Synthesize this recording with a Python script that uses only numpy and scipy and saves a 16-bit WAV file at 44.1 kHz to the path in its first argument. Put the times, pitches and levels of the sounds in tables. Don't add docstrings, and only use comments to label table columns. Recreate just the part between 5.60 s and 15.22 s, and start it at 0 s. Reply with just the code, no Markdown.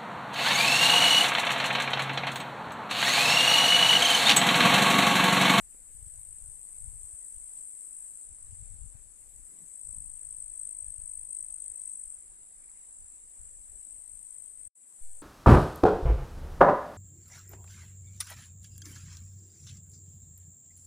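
import sys
import numpy as np
from scipy import signal
from scipy.fft import rfft, irfft, next_fast_len
from scipy.io import wavfile
from scipy.ndimage import uniform_filter1d, map_coordinates

SR = 44100
rng = np.random.default_rng(int(sys.argv[2]) if len(sys.argv) > 2 else 0)


def materialize(psi):
    bounded = np.clip(np.atleast_2d(psi).T, -1, 1)
    quanta = np.round(bounded * 32767).astype(np.int16)
    wavfile.write(sys.argv[1], SR, quanta)


N = 424241
TIME = np.arange(N) / SR


def amp(db):
    return 10 ** (np.asarray(db) / 20)


def unit(x):
    return x / np.sqrt(np.mean(x ** 2) + 1e-20)


def along(points, hz):
    f, *cols = np.transpose(points)
    return np.array([np.interp(np.log(hz + 1), np.log(f + 1), c) for c in cols])


def curves(rows):
    s, *cols = np.transpose(rows)
    return [np.interp(TIME, s, c) for c in cols]


def wobble(rate):
    knots = rng.standard_normal(int(N * rate / SR) + 4)
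    return map_coordinates(knots, [TIME * rate])


def filtered(x, response):
    m = next_fast_len(x.shape[-1] + 8192)
    spectrum = rfft(x, m) * response(np.fft.rfftfreq(m, 1 / SR))
    return irfft(spectrum, m)[..., :x.shape[-1]]


def patchy(depth_db):
    z = signal.stft(rng.standard_normal((2, N)), nperseg=512)[2]
    field = uniform_filter1d(rng.standard_normal(z.shape), size=4, axis=1)
    field = uniform_filter1d(field, size=8, axis=2)
    return signal.istft(z * amp(depth_db * unit(field)), nperseg=512)[1][:, :N]


def leaves():
    # (frequency [Hz], relative level [dB per Hz])
    hiss_colour = [(40, -22), (150, 0), (400, -3.5), (900, -6), (1400, -8), (2050, -6.5), (3200, -13),
                   (5500, -12.5), (9000, -20), (14400, -17.5)]
    # (frequency [Hz], correlation [-1 to 1])
    likeness = [(100, -0.21), (300, 0.55), (650, 0.25), (1400, -0.15), (8000, -0.11)]
    # (time [s], level [dB])
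    hiss_level = [(0, -72.5), (1, -72.5), (4, -73), (9.1, -73.5), (9.14, -67.5), (9.62, -67)]

    def mid_side(hz):
        turn = np.arccos(np.clip(along(likeness, hz)[0], -1, 1)) / 2
        return amp(along(hiss_colour, hz)) * [np.cos(turn), np.sin(turn)]

    mid, side = filtered(patchy(depth_db=2), mid_side)
    sway_db = 0.5 * wobble(8.6)
    return amp(curves(hiss_level)[0] + sway_db) * unit(np.array([mid + side, mid - side]))


def puffs_and_call():
    # (time [s], left level [dB], centre [Hz], length [s], width [log-frequency],
    #  right over left [dB])
    puffs = [(3.94, -66, 219, 0.037, 0.53, -16), (4.033, -60.5, 177, 0.022, 0.47, -17),
             (4.399, -65.5, 193, 0.072, 0.36, -14), (0.13, -82, 2300, .006, .3, 6),
             (0.297, -79, 1790, 0.022, 0.56, -4), (7.038, -76, 2150, 0.011, .18, 2.5),
             (7.092, -75, 2090, 0.005, .15, 5.5), (7.165, -82, 2100, .025, 0.22, 7),
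             (7.24, -83, 2000, .02, 0.18, 5)]
    out = np.zeros((2, N))
    t = np.arange(-SR // 8, SR // 8) / SR
    for s, db, centre, length, width, right_db in puffs:
        noise = rng.standard_normal((2, len(t)))
        puff = unit(filtered(noise, lambda hz: np.exp(-(np.log((hz + 1) / centre) / width) ** 2)))
        envelope = np.exp(-.5 * (t / length) ** 2)
        out[:, round(s * SR + t[0] * SR):][:, :len(t)] += amp([[db], [db + right_db]]) * puff * envelope
    return out


def chorus_band(levels, spectrum, throb_db, patchy_db):
    band = filtered(patchy(patchy_db), lambda hz: amp(along(spectrum, hz)))
    port_throb = throb_db * np.array([wobble(100), wobble(100)])
    shared_throb = 0.35 * wobble(16)
    return amp(curves(levels)[0]) * amp(port_throb + shared_throb) * band / np.std(band[0])


def far_chorus():
    # (time [s], level [dB])
    main_level = [(0, -51.5), (1.5, -54.5), (3, -54.5), (3.3, -53.5), (3.6, -52.5), (4, -50), (5, -53),
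                  (6.5, -71), (7.5, -63), (8.5, -52.5), (9.08, -54), (9.15, -44), (9.62, -48.5)]
    high_level = [(0, -66), (1.5, -68.5), (2.6, -67.5), (2.7, -79), (3.5, -80), (3.6, -68), (4, -67.5),
                  (4.5, -75), (6.5, -72.5), (6.7, -82.5), (7.6, -75.5), (8.3, -73), (9.62, -67.5)]
    low_edge_level = [(0, -73.5), (1.5, -70.5), (2.7, -73), (3.3, -74), (3.9, -72), (4.5, -73),
                      (5.5, -73.5), (6.3, -71), (6.7, -79.5), (8, -75), (8.4, -74), (9.1, -71), (9.62, -65)]
    # (frequency [Hz], relative left level [dB per Hz], relative right level [dB per Hz])
    main_colour = [(5430, -81, -78), (6570, -37.5, -30.5), (7166, -16, -12.5), (7830, -0.5, -5),
                   (8910, -2.5, -18), (9850, -9.5, -14.5), (11340, -21.5, -24), (11760, -26, -35.5),
                   (13200, -40.5, -51)]
    high_colour = [(10000, -32, -45), (11600, 1, -3.5), (12300, -7, -11), (13000, -2, -10),
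                   (14400, -4, -11)]
    low_edge_colour = [(5150, -42, -42), (5680, -12.5, -14), (6150, -5.5, -6), (6550, 0, -3),
                       (7170, 4, 0.5), (7660, -26, -27)]
    main = chorus_band(main_level, main_colour, throb_db=1.5, patchy_db=1.5)
    high = chorus_band(high_level, high_colour, throb_db=2.5, patchy_db=4.0)
    low_edge = chorus_band(low_edge_level, low_edge_colour, throb_db=1.6, patchy_db=4.0)
    return main + high + low_edge


def wind():
    # (start [s], length [s], level [dB], port [0 left, 1 right])
    gust_rows = [(0, 0.014, -49.5, 0), (0.253, 0.85, -52.5, 0), (1.236, 0.19, -50.5, 0),
                 (1.756, 0.02, -56.5, 0), (1.85, 0.089, -63, 0), (2.3, 0.19, -66.5, 0),
                 (2.707, 0.046, -54.5, 0), (2.854, 0.56, -51, 0), (3.58, 0.25, -54.5, 0),
                 (4.285, 0.26, -52.5, 0), (4.647, 0.25, -55, 0), (5.158, 0.46, -53, 0),
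                 (5.753, 0.23, -62, 0), (6.103, 0.091, -61, 0), (6.42, .05, -63.5, 0),
                 (6.62, 0.082, -59.5, 0), (7.5, .15, -67.5, 0), (7.804, 0.2, -55.5, 0),
                 (8.0, 0.21, -60.5, 0), (8.35, 0.21, -62, 0), (8.6, .06, -65.5, 0), (8.996, 0.053, -62, 0),
                 (9.44, 0.08, -55.5, 0), (0.16, 0.33, -66.5, 1), (0.703, 0.14, -59.5, 1),
                 (1.215, 0.12, -57, 1), (1.72, .12, -63, 1), (1.92, 0.15, -65, 1), (2.66, .2, -64, 1),
                 (4.98, 0.1, -60.5, 1), (5.748, 0.28, -66.5, 1), (6.96, 0.14, -66, 1),
                 (7.353, 0.095, -59.5, 1), (9.42, 0.23, -66, 1)]
    # (frequency [Hz], relative level [dB per Hz])
    rumble_colour = [(8, -0.5), (25, 1.5), (45, -0.5), (80, -10), (120, -18), (180, -27), (300, -40.5),
                     (600, -96)]
    # (time [s], depth [dB], width [s])
    hard_eddies = [(0.429, -42.5, 0.0039), (0.472, -44, 0.0032), (0.585, -46, 0.0037),
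                   (0.887, -48.5, 0.003), (1.284, -39, 0.0053), (1.438, -46.5, 0.0049),
                   (1.541, -46, 0.0043), (1.772, -44.5, 0.0052), (2.717, -49, 0.0042),
                   (2.905, -42.5, 0.004), (2.929, -40, 0.003), (2.94, -45, 0.0034), (3.007, -41, 0.0036),
                   (3.026, -41, 0.0032), (3.142, -50, 0.0019), (3.155, -40.5, 0.0037),
                   (3.26, -43.5, 0.0024), (3.354, -41, 0.0031), (4.378, -42.5, 0.0033),
                   (5.391, -42.5, 0.004)]
    rise_db_s, fall_db_s = 201, 134
    calm_db = np.where(TIME < 9.12, -70.5, -77)
    db = calm_db + np.zeros((2, 1))
    for s, length, gust_db, port in gust_rows:
        before = np.maximum(s - TIME, 0)
        after = np.maximum(TIME - s - length, 0)
        shape_db = gust_db - rise_db_s * before - fall_db_s * after
        db[round(port)] = np.maximum(db[round(port)], shape_db)

    rumble = unit(filtered(rng.standard_normal((2, N)), lambda hz: amp(along(rumble_colour, hz))))
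    flutter = unit(filtered(rng.standard_normal((2, N)),
                            lambda hz: np.exp(-(np.log((hz + 1) / 80) / 0.45) ** 2)))
    lumps = amp(3.6 * np.array([wobble(17), wobble(17)]))
    flutter_db = 1.474 * db + 14
    gusts = unit(lumps * rumble) * amp(db) + unit(lumps ** 2 * flutter) * amp(flutter_db)

    t = np.arange(-SR // 20, SR // 20) / SR
    snap_db, snap_share = -18.5, 0.48
    for s, depth_db, width in hard_eddies:
        u = t / width
        core = u / snap_share
        suck = (1 - u ** 2) * np.exp(-.5 * u ** 2)
        snap = amp(snap_db) * (1 - core ** 2) * np.exp(-.5 * core ** 2)
        gusts[0, round(s * SR) - SR // 20:][:len(t)] -= amp(depth_db) * (suck + snap)
    return gusts


def ticks():
    # (time [s], left level [dB], right level [dB], lift at the top mode [dB])
    taps = [(0.1463, -75, -47, 0), (9.0068, -80, -61, 9)]
    # (frequency [Hz], relative level [dB], 60 dB decay [s])
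    modes = [(300, -6, .024), (450, -1, .014), (900, -4, .008), (1400, -3, .007), (1900, -3, .007),
             (2300, -7, .006)]
    out, t = np.zeros((2, N)), np.arange(SR // 20) / SR
    low, top = modes[0][0], modes[-1][0]
    soft_onset = 1 - np.exp(-t / .0008)
    for s, left_db, right_db, bright_db in taps:
        ring = np.zeros(len(t))
        for hz, db, t60 in modes:
            tilt_db = bright_db * (hz - low) / (top - low)
            ring += amp(db + tilt_db - 60 * t / t60) * np.sin(2 * np.pi * hz * t)
        out[:, round(s * SR):round(s * SR) + len(t)] += amp([[left_db], [right_db]]) * ring * soft_onset
    return out


def bump():
    # (time [s], left level [dB], right level [dB])
    push_row = (9.412, -24, -26.3)
    s, *db = push_row
    t = np.maximum(TIME - s, 0)
    push = (1 - np.exp(-t / .03)) * np.exp(-t / .09)
    shake = 0.018 * np.sin(2 * np.pi * 43 * t) * (1 - np.exp(-t / 0.044))
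    return amp(db)[:, None] * (push + shake)


def song(effort, rhythm, wing, t60=0.37):
    # (place [share of the cycle], relative level [dB])
    wing_teeth = [(-.27, -15), (-.13, -12), (-.02, -3.5), (.1, -5), (.22, -15)]
    begin, stop, full_db, below_db, swell, echo_db, lag, right_db, scrape_db = effort
    rate, sag, tire, tiring, phase = rhythm
    start = round(begin * SR)
    t = TIME[start:round((stop + .3) * SR)]

    left = stop - t
    tired = np.maximum(tiring - left, 0)
    cycle = phase - rate * left - (sag * left ** 2 + tire * tired ** 2) / 2
    under_db = below_db * np.exp(-(np.abs(t - begin) / swell) ** 1.4)
    level = full_db - under_db - 0.5 * tire * tired
    waver, slip = (wobble(10)[start:start + len(t)] for _ in range(2))
    effort_gain = amp(level + .4 * waver) * (left > 0)

    strong = np.clip(1.5 - under_db / 5, 0, 1) * np.clip(1 - .025 * slip ** 2, 0, 1)
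    flat_share = .024

    def normal_wing(hz):
        return along(wing, hz)

    def flat_wing(hz):
        return along(wing, hz * (1 + flat_share))

    share, size_db = np.transpose(wing_teeth)
    whole = np.arange(np.ceil(cycle[0]), np.floor(cycle[-1]))[:, None]
    chance = rng.standard_normal((len(whole), 2, len(share)))
    stroke_jitter = .018 * rng.standard_normal(whole.shape)
    places = whole + share + .016 * chance[:, 0] + stroke_jitter
    at = np.searchsorted(cycle, places).clip(0, len(t) - 1)
    sizes = amp(size_db + .4 * chance[:, 1])
    clicks = np.bincount(at.ravel(), sizes.ravel(), len(t))

    def click_ring(hz):
        return amp(.8 * np.array([normal_wing(hz)[0], flat_wing(hz)[0]]))

    clicks = filtered(unit(clicks) * np.sqrt([strong, 1 - strong]), click_ring).sum(axis=0)

    stroke_place = (cycle + .5) % 1 - .5
    closing = unit(np.exp(-.5 * (stroke_place / .15) ** 2))
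    scrape = amp(scrape_db) * closing * rng.standard_normal(len(t))
    rub = (clicks + scrape) * effort_gain / np.hypot(1, amp(scrape_db))

    decay = amp(-120 * np.arange(SR // 5) / SR / t60)
    echo_power = signal.fftconvolve((closing * effort_gain) ** 2, decay / decay.sum())[:len(t)]
    echo = amp(echo_db) * np.sqrt(np.abs(echo_power)) * rng.standard_normal((2, len(t)))
    direct = filtered(rub, lambda hz: np.exp(-2j * np.pi * hz * np.array([[0], [lag]])))
    drive = (direct + echo) / np.hypot(1, amp(echo_db))

    loud = filtered(drive * np.sqrt(strong), lambda hz: amp(normal_wing(hz)))
    soft = filtered(drive * np.sqrt(1 - strong), lambda hz: amp(flat_wing(hz)))
    wing_rms = np.sqrt(np.mean(amp(normal_wing(np.linspace(0, SR / 2, 2000))[0]) ** 2))
    out = np.zeros((2, N))
    out[:, start:start + len(t)] = amp([[0], [right_db]]) * (loud + soft) / wing_rms
    return out


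def near_singers():
    # (steady rate at the stop [strokes/s], rate lost [strokes/s per s], tiring loss [strokes/s per s],
    #  tiring [s], stroke phase [cycles])
    song_rows = [((0, 2.655, -45.9, 13.5, .45, -2.5, .000394, 0.1, -8), (50.517, 1.211, 26.06, .285, .573)),
                 ((3.6, 6.555, -40.6, 22, .5, -8, .000394, 1.5, -12), (50.713, .893, 20.95, .243, .139)),
                 ((7.5, 9.09, -44.8, 21, .6, -4, .000394, -1.2, -12), (51.889, 1.159, 0, 0, .938)),
                 ((9.25, 9.62, -44, 24, .2, -4.5, .0002, 0.1, -10.5), (52.195, 0, 0, 0, .55)),
                 ((.2, 3.33, -46.8, 18, 1.2, -.6, -.0002, 0.1, 5), (53.799, -.592, 13.07, .807, .492)),
                 ((5.3, 8.4, -51.3, 17, .8, 1, -.0002, -1.2, 5), (49.808, 1.973, 16.7, .516, .491)),
                 ((4.6, 7.4, -62, 14, .5, -4.5, -.0001, 0.1, 1.5), (51.809, -.702, 15.84, .53, .722))]
    # (frequency [Hz], relative left level [dB per Hz], relative right level [dB per Hz])
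    first_wing = [(5600, -70, -70), (6400, -42, -45), (7000, -36, -36), (7500, -32, -30), (7950, -9, -11),
                  (8200, .5, -8), (8400, -1, -11.5), (8800, -6.5, -15), (9200, -10, -18.5),
                  (9600, -12, -12.5), (9950, -15, -14), (10200, -14, -19), (10560, -24, -22),
                  (11500, -21, -30), (12300, -44, -46), (13000, -65, -65)]
    nearest_wing = [(5600, -80, -80), (6460, -53, -50), (6960, -31, -27), (7650, -28, -31),
                    (7850, -11, -19), (8030, -7, -14), (8180, 1, -8), (8350, -5, -14), (8490, 1, -12.5),
                    (8780, -6, -19), (8910, -13, -21), (9060, -6, -18), (9280, -15, -18), (9430, -13, -17),
                    (9600, -16, -16.5), (10200, -22.5, -23), (11100, -27.5, -33), (11900, -42, -47),
                    (12900, -74, -72)]
    low_wing = [(5470, -84, -84), (6360, -42, -40), (6820, -27, -28), (7300, -13, -10), (7520, -7, -2.5),
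                (7750, -.5, -3), (8070, 1, -8.5), (8500, 0, -13), (9000, -3, -13), (9300, -5, -12),
                (9700, -10, -11.5), (10140, -16, -18), (10500, -27, -22), (12000, -67, -45)]
    second_low_wing = [(5500, -77, -75), (6300, -33, -29), (6970, -27, -20), (7330, -12.5, -5),
                       (7500, -3, -3), (7700, -6, -4), (7930, 1, -3), (8500, -7.5, -11), (8900, -3, -11),
                       (9300, -13, -15), (9660, -5, -12), (10030, -15, -15), (10500, -28, -20.5),
                       (11900, -47, -47)]
    thin_wing = [(6960, -53, -60), (7700, -19, -17), (8440, 3, -4), (9250, -5, 2), (10200, -3, -4.5),
                 (11170, -18, -6), (12100, -60, -30)]
    wings = [first_wing, nearest_wing, nearest_wing, nearest_wing, low_wing, second_low_wing, thin_wing]
    return sum(song(effort, rhythm, wing) for (effort, rhythm), wing in zip(song_rows, wings))


def scene():
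    background = leaves() + puffs_and_call() + far_chorus()
    handling = ticks() + bump()
    return background + wind() + handling + near_singers()


def record(dry):
    # (time [s], gain [dB])
    fader_moves = [(9.078, 2), (9.086, -40), (9.145, -57), (9.155, -13), (9.22, -9), (9.3, -4.5),
                   (9.45, -2)]
    return filtered(dry * amp(curves(fader_moves)[0]), lambda hz: hz < 14400)


dry = scene()
out = record(dry)
materialize(out)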